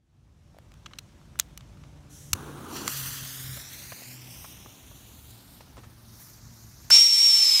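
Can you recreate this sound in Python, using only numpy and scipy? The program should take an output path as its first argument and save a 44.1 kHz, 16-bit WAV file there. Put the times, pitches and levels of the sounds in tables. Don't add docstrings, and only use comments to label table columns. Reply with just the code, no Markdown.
import sys
import numpy as np
from scipy import signal
from scipy.fft import rfft, irfft
from scipy.io import wavfile
from scipy.ndimage import uniform_filter1d, map_coordinates

SR = 44100
rng = np.random.default_rng(int(sys.argv[2]) if len(sys.argv) > 2 else 0)


def int16_out(signal):
    q = np.round(np.clip(np.atleast_2d(signal).T, -1, 1) * 32767)
    wavfile.write(sys.argv[1], SR, q.astype(np.int16))


def boost(x):
    u = np.asarray(x, float) / 20
    return 10 ** u


N = 335160
TIME = np.arange(N) / SR


def evened(x):
    return x / np.sqrt(np.mean(x ** 2) + 1e-20)


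def colour(points, hz):
    f, db = np.transpose(points)
    return boost(np.interp(np.log(hz + 1), np.log(f), db, -120, -120))


def follow(rows, edge_s=0.005):
    s, *columns = np.transpose(rows)
    gate = np.clip(np.minimum(TIME - s[0], s[-1] + edge_s - TIME) / edge_s, 0, 1)
    return [np.interp(TIME, s, c) for c in columns] + [gate]


def wander(rate_hz):
    hz = np.fft.rfftfreq(N, 1 / SR)
    return evened(irfft(rfft(rng.standard_normal(N)) / (1 + (hz / rate_hz) ** 4), N))


def noise(points, patchy_db, flicker_db, size=512):
    frames = 4 * N // size + 5
    hz = np.fft.rfftfreq(size, 1 / SR)
    a, b, patches = rng.standard_normal((frames, len(hz), 3)).T
    patches = uniform_filter1d(patches, size=6, axis=0)
    patches = evened(uniform_filter1d(patches, size=16, axis=1))
    flicker = evened(uniform_filter1d(rng.standard_normal(frames), size=3))
    swing = boost(patchy_db * patches + flicker_db * flicker)
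    z = (a + 1j * b) * colour(points, hz)[:, None] * swing
    return evened(signal.istft(z, nperseg=size, noverlap=size - size // 4)[1][:N])


def mode(hz, width, z):
    r = np.exp(-np.pi * width / SR)
    return (1 - r) / (1 - r * np.exp(2j * np.pi * hz / SR) * z)


def knocks(rows, middle_hz, bass_hz, treble_hz, top_hz, modes, spiky, mode_db, ring_width, ring_db):
    out = np.zeros(N + 4096)
    t = np.arange(4096) / SR
    lead = 200
    hz = np.fft.rfftfreq(len(t), 1 / SR)
    z = np.exp(-2j * np.pi * hz / SR)
    body = 1 + boost(mode_db) * sum(boost(db) * mode(f, width, z) for f, width, db in modes)
    for s, peak_db, bass_db, treble_db, ms, ring_hz in rows:
        hits = rng.standard_normal(len(t)) * rng.exponential(1, len(t)) ** spiky
        u = t * 1000 / max(ms, .3)
        hits *= np.exp(-2 * u ** 2) * np.minimum(t / .0012 + .15, 1)
        shape = [(bass_hz / 3, bass_db - 15), (bass_hz, bass_db + 1.5), (middle_hz, 0),
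                 (treble_hz, treble_db + 1), (top_hz, treble_db - 2), (top_hz + 300, -70)]
        response = body + boost(ring_db) * mode(ring_hz, ring_width, z)
        knock = irfft(rfft(np.roll(hits, lead)) * response * colour(shape, hz))
        at = round(s * SR) - lead
        out[at:at + len(t)] += boost(peak_db) * knock / abs(knock).max()
    return out[:N]


def far_engine():
    # time in seconds, firing rate in Hz, level in dB.
    drone = [(1.7, 140.5, -67), (1.71, 141.8, -51), (2.02, 145.5, -58.5), (2.42, 140.2, -52),
             (2.45, 144.9, -49.5), (2.77, 136.4, -49.5), (3.57, 129.6, -46.5), (3.66, 129.9, -55.5),
             (3.93, 125.7, -54.5), (3.99, 124, -58), (4.09, 124.7, -50.5), (4.44, 122.3, -54),
             (4.6, 127.6, -63), (4.65, 118.9, -52), (4.77, 117.8, -95), (4.87, 109, -72),
             (5.07, 108.7, -58), (5.18, 114, -62), (5.33, 114.4, -55), (5.46, 118.5, -65),
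             (5.62, 109.5, -62), (5.88, 114.0, -55.5), (5.97, 113.8, -54), (6.1, 111.9, -50.5),
             (6.33, 109.9, -61), (6.45, 114.3, -56), (6.68, 111.3, -49.5), (6.71, 108.1, -66),
             (6.8, 112.5, -64), (6.9, 110.8, -65)]
    # multiple, level in dB.
    orders = [(1, 2.5), (2, -7.5), (3, -19.5)]
    hz, level_db, gate = follow(drone, edge_s=0.19)
    turns = 2 * np.pi * np.cumsum(hz * (1 + 0.01213 * wander(7.77))) / SR
    engine = sum(boost(db + 3 * wander(4)) * np.sin(k * turns) for k, db in orders)
    return boost(level_db - 0.5) * gate * engine


def yard():
    # time in seconds, level in dB.
    rumble_curve = [(0.0, -66), (0.21, -56), (1.06, -48.5), (2.26, -48.5), (2.35, -41), (2.41, -44.5),
                    (2.58, -48.5), (2.62, -46), (2.86, -47.5), (2.92, -50.5), (3.09, -44.5), (3.15, -48),
                    (3.24, -41), (3.3, -52.5), (3.55, -41.5), (3.64, -55), (3.81, -51), (3.87, -47.5),
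                    (3.94, -46), (3.98, -63), (4.09, -53), (4.25, -53), (4.32, -48.5), (4.4, -50),
                    (4.68, -50), (4.74, -56.5), (4.95, -47), (4.99, -53.5), (5.29, -50), (5.42, -53),
                    (5.88, -47.5), (5.97, -53), (6.1, -49.5), (6.35, -53.5), (6.5, -45.5), (6.56, -55),
                    (6.65, -47), (6.73, -50.5), (6.92, -47), (7.03, -60), (7.37, -62.5), (7.6, -61)]
    # frequency in Hz, density in dB per Hz.
    rumble_tone = [(15, -42), (25, -57), (49, 4.5), (139, 0.5), (215, -8), (288, -17.5), (325, -17),
                   (450, -28.5), (580, -54.5), (990, -120)]
    # time in seconds, gain in dB.
    gain_curve = [(0, -20), (.12, -13.5), (.25, -9.5), (.5, -4), (.9, 0.5), (1.3, 1.5), (3, 3), (4.5, 4),
                  (5.9, 3), (6.2, -0.5), (6.9, -1), (6.96, 14.5), (7.1, -1), (7.6, -2)]
    # frequency in Hz, density in dB per Hz.
    air_tone = [(150, -13), (250, -1), (287, -4.5), (451, -14.5), (708, -11.5), (2220, -19.5), (3620, -21),
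                (4940, -24), (5680, -21.5), (14500, -37), (15800, -43)]
    # frequency in Hz, level in dB.
    machines = [(500, -76.5), (582, -74)]
    hums = sum(boost(db + 4.1 * wander(5.8)) * np.sin(2 * np.pi * f * TIME) for f, db in machines)
    hums = hums * (TIME < 2.3)
    air = boost(-62 + 0.53) * noise(air_tone, patchy_db=1.3, flicker_db=.5) + hums
    rumble_db, _ = follow(rumble_curve)
    rumble = boost(rumble_db - 3.0) * noise(rumble_tone, patchy_db=1.5, flicker_db=-0.14, size=4096)
    return rumble + boost(follow(gain_curve)[0]) * air


def footsteps():
    # time in seconds, peak in dB, bass in dB, treble in dB, scuff in ms, ring in Hz.
    steps = [(3.569, -39, -5, -17, 20.5, 500.4), (3.819, -37, -5, -2, 18, 504.5),
             (3.919, -32, -7, -15, 11, 700.3), (4.444, -37.5, -15, -23, 16.6, 916),
             (4.659, -37.5, 5, -20, 9, 280), (4.912, -45, -4, -28, 13, 700),
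             (5.606, -35.5, -5, -14, 15, 966), (5.769, -38.5, 0, -12, 8, 990),
             (5.776, -37.5, 2, -14, 38, 330), (5.832, -38.5, -8, -12, 35, 1300)]
    return knocks(steps, middle_hz=1130, bass_hz=330, treble_hz=4500, top_hz=9200, modes=[], spiky=0.93,
                  mode_db=0, ring_width=320, ring_db=-3)


def taps_and_pop():
    # time in seconds, peak in dB, bass in dB, treble in dB, push in ms, ring in Hz.
    pushes = [
        (.546, -48, -6, -32, 1, 700),
        (.567, -43, -4, -30, 2.3, 615),
        (.586, -35.5, 2, -15, 1.6, 620),
        (4.02, -41, -12.5, -27, 3.6, 250),
        (6.9062, -6, -19, -13.5, 0.8, 1480),
    ]
    return knocks(pushes, middle_hz=900, bass_hz=300, treble_hz=5000, top_hz=15300, modes=[], spiky=.9,
                  mode_db=0, ring_width=160, ring_db=12)


def torch_clicks():
    # time in seconds, peak in dB, bass in dB, treble in dB, rattle in ms, ring in Hz.
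    snaps = [(.718, -45, 1.5, -10, 3.2, 5000), (.739, -46, 3, -10, 4.5, 5500),
             (.859, -27.5, -5.5, -27, 9.6, 3340), (.910, -47, 12.5, -20, 13, 1330),
             (.934, -33.5, -2, -28, 6.4, 6140), (.956, -50, -12, -22, 3, 3600),
             (.986, -23.5, -15.5, -15.5, 7, 4170), (1.214, -48, 8, -23, 3, 1400),
             (1.356, -41, 17.5, -12, 3.3, 1000), (1.390, -19.5, 4, 1, 8, 2000),
             (1.3977, -3, -12.5, -6.5, 3.1, 3870), (1.404, -39, -15, -29, 21, 3380),
             (1.575, -23, -8.5, -5.5, 5.2, 2950), (1.607, -39, -8, -23, 4.8, 3700),
             (1.771, -48, -3.5, -25, 3, 2000), (1.8355, -42, -2, -26, 7.6, 2150),
             (2.331, -5, -9, -5, 6.6, 2640), (2.8775, -9, -1.5, -4, 5.05, 4292),
             (6.902, -13, 2, -4, 2.3, 4600)]
    # frequency in Hz, width in Hz, level in dB.
    body_modes = [(1300, 410, 0), (2000, 400, -6.5), (2890, 340, -7), (3930, 250, -9), (4400, 330, -13),
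                  (6100, 530, -3), (7100, 500, 0)]
    clicks = knocks(snaps, middle_hz=3850, bass_hz=1180, treble_hz=10900, top_hz=16300, modes=body_modes,
                    spiky=1.0, mode_db=4, ring_width=110, ring_db=2)
    tail = rng.standard_normal(SR // 8) * boost(-61.5 - 60 * TIME[:SR // 8] / 0.19)
    return clicks + signal.oaconvolve(clicks, tail)[:N]


def torch():
    # time in seconds, level in dB.
    gas_curve = [(2.09, -72), (2.108, -56.5), (2.138, -52.5), (2.304, -55), (2.322, -54.5)]
    # frequency in Hz, density in dB per Hz.
    gas_tone = [(880, -47), (1500, -17), (2120, -16), (2380, -25), (3170, -9), (3500, -13), (3790, -10),
                (4430, -14), (5240, -10), (5670, 0), (8090, -6.5), (12600, -10), (15800, -20)]
    # time in seconds, level in dB.
    flame_curve = [(2.345, -42), (2.385, -45), (2.505, -46.5), (2.735, -43.5), (2.869, -41), (2.92, -56)]
    # frequency in Hz, density in dB per Hz.
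    flame_tone = [(71, -40), (120, -5), (166, -13), (295, 1), (627, -18), (1020, -11), (1510, -14),
                  (1890, -27.5), (3560, -25), (5040, -34.5), (6300, -26), (7890, -33.5), (8920, -27),
                  (14600, -35.5), (15800, -31)]
    gas_db, gas_gate = follow(gas_curve)
    gas = boost(gas_db) * gas_gate * noise(gas_tone, patchy_db=.8, flicker_db=.4)
    u = np.maximum(TIME - 2.336, 0) * 85
    thump = boost(-24.5) * np.sin(2 * np.pi * u) * np.exp(-1.3 * u)
    flame_db, flame_gate = follow(flame_curve, edge_s=0.0082)
    flame = boost(flame_db + 2.5) * flame_gate * noise(flame_tone, patchy_db=1.3, flicker_db=.9)
    return gas + thump + flame


def fuse():
    # time in seconds, level in dB, treble in dB.
    burn = [(2.66, -60, -2), (2.77, -42, -6), (2.85, -47.5, -6), (2.89, -39.5, -0.5), (2.98, -39, -0.5),
            (3.07, -41.5, 1), (3.21, -43, -2.5), (3.41, -46.5, 0.5), (3.57, -46, 0), (3.68, -49.5, -6),
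            (3.73, -49, -0.5), (3.97, -49.5, -2), (4.16, -50.5, -1.5), (4.17, -52.5, -5.5), (4.4, -52.5, 1),
            (4.51, -53, 0.5), (4.56, -55.5, -2.5), (4.72, -57.5, -3.5), (4.83, -60, -1), (5.1, -58.5, -1),
            (5.22, -63, 3), (5.3, -58, 0), (5.44, -62, -0.5), (5.55, -60.5, 2), (5.65, -64, -4),
            (5.86, -73, 5), (6.13, -59, -3.5), (6.22, -56.5, 3.5), (6.43, -60, -6), (6.64, -59.5, -2),
            (6.89, -58.5, -4.5)]
    # frequency in Hz, density in dB per Hz.
    fizz_tone = [(500, -10), (1000, -5.5), (2000, -4.5), (3000, -3.5), (4000, -2.5), (5000, -4), (5800, -1),
                 (6800, -2.5), (7750, -5), (7950, -50)]
    # frequency in Hz, density in dB per Hz.
    top_tone = [(7750, -66), (7950, -2.5), (9300, 0), (10500, -2.5), (12500, 1.5), (15600, -2),
                (15800, -48)]
    # time in seconds, lag in ms, strength from 0 to 1.
    ground = [(2.7, .685, .5), (3.2, .648, .5), (3.4, .592, .55), (3.6, .536, .65), (4.0, .445, .7),
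              (4.2, .385, .8), (4.4, .35, .85), (4.6, .33, .9), (5.0, .292, .9), (5.4, .255, .85),
              (5.8, .205, .8), (6.12, .19, .8), (6.22, .165, .75), (6.9, .165, .75)]
    level_db, top_db, gate = follow(burn, edge_s=.04)
    lag_ms, strength, _ = follow(ground)
    sputter = boost(level_db + 2.0 + 0.79 * wander(64)) * gate
    dance = wander(13)
    strength = strength * (.9 + .16 * dance)
    late = [np.arange(N) - (lag_ms + .005 * dance) * SR / 1000]
    fizz = noise(fizz_tone, patchy_db=1.5, flicker_db=.4, size=256)
    top = boost(top_db) * noise(top_tone, patchy_db=1.3, flicker_db=.5, size=256)
    echo = map_coordinates(fizz + .3 * top, late, order=3)
    return sputter * ((fizz + strength * echo) / np.sqrt(1 + strength ** 2) + top)


def whistle():
    # time in seconds, tone in dB, jet in dB, jet treble in dB relative to the tone.
    levels = [(6.908, -14.5, -22, -11), (6.916, -11, -24.5, -24), (6.938, -12, -22.5, -15),
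              (6.974, -12, -24, -20), (7.008, -14, -28.5, -17), (7.018, -13, -29, -19),
              (7.08, -19.5, -33, -18.5), (7.244, -17, -30, -18), (7.268, -16, -31, -20),
              (7.508, -18.5, -30, -19), (7.6, -19.5, -29, -16.5)]
    # time in seconds, pitch in Hz.
    pitch = [(6.908, 5400), (6.94, 5450), (6.968, 5530), (6.985, 5460), (7.012, 5550), (7.06, 5545),
             (7.11, 5460), (7.122, 5400), (7.162, 5490), (7.185, 5400), (7.21, 5530), (7.235, 5545),
             (7.28, 5480), (7.3, 5420), (7.385, 5420), (7.43, 5325), (7.53, 5220), (7.6, 5095)]
    # time in seconds, dip in dB, pitch kick in Hz.
    stumbles = [(6.9115, -5, -260), (6.98, -5, -30), (7.007, -5, 50), (7.114, -1, 120), (7.121, -5, -50),
                (7.166, -5, 100), (7.198, -8, 60), (7.222, -7, 100), (7.284, -3, 180), (7.35, -4, 70),
                (7.398, -5, -80), (7.45, -6, -70), (7.46, -5, -80), (7.475, -7, -80), (7.504, -6, -50),
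                (7.57, -7, -70), (7.59, -6, -40)]
    # frequency in Hz, density in dB per Hz.
    jet_tone = [(200, -36), (1240, -24.5), (1600, -30), (2300, -12.5), (2650, -17), (3050, -11.5),
                (3400, -14.5), (3800, -7.5), (4400, -10.5), (5400, -7.5), (6300, -10.5), (6700, -15),
                (7750, -8), (7900, -40)]
    # frequency in Hz, density in dB per Hz.
    jet_top = [(7750, -40), (7900, 4), (9500, 2.5), (10500, -7), (12400, -4.5), (13200, -9), (14500, -6),
               (15700, -12.5), (15850, -50)]
    # time in seconds, level in dB.
    twin_curve = [(6.91, -50), (7.0, -44), (7.06, -44), (7.12, -52), (7.22, -46), (7.35, -44), (7.5, -40),
                  (7.6, -38)]
    # lag in ms, level in dB.
    walls = [(.82, -28), (1.3, -28), (4.79, -23), (7.94, -11), (10.08, -15), (10.45, -9.5), (10.75, -30),
             (45, -26)]
    hz, gate = follow(pitch, edge_s=0.0022)
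    tone_db, jet_db, top_db, _ = follow(levels)
    lit = follow([(6.899, 0), (8, 0)], edge_s=.02)[1]
    jet = lit * boost(jet_db + 2.0) * noise(jet_tone, patchy_db=0.7, flicker_db=0.1)
    top = lit * boost(tone_db + top_db) * noise(jet_top, patchy_db=-0.8, flicker_db=0.9)

    for s, dip_db, kick_hz in stumbles:
        blip = np.exp(-((TIME - s) / .0022) ** 2)
        tone_db = tone_db + dip_db * blip
        hz = hz + kick_hz * blip
    turns = 2 * np.pi * np.cumsum(hz + 9 * wander(45) + 42 * wander(300)) / SR
    tone = gate * boost(tone_db + 3.0 + 0.83 * wander(56) + 0.77 * wander(600)) * np.sin(turns)
    twin_turns = turns + 2 * np.pi * 7620 * TIME
    twin = gate * boost(follow(twin_curve)[0] + 1.5 * wander(40)) * np.sin(twin_turns)

    returns = rng.standard_normal(SR // 4) * boost(-53 - 60 * TIME[:SR // 4] / 0.64)
    for ms, db in walls:
        returns[round(ms * SR / 1000)] += boost(db)
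    echoes = signal.oaconvolve(jet + boost(-11.5) * tone, returns)[:N]
    return tone + twin + jet + top + echoes


def scene():
    background = yard() + far_engine() + footsteps()
    handling = taps_and_pop() + torch_clicks() + torch()
    return (background + handling + fuse() + whistle())[None]


def band_limit(x):
    return signal.sosfilt(signal.butter(12, 16690, fs=SR, output="sos"), x)


def record(dry):
    limited = dry / (1 + (abs(dry) / .72) ** 6) ** (1 / 6)
    return band_limit(limited)


dry = scene()
out = record(dry)
int16_out(out)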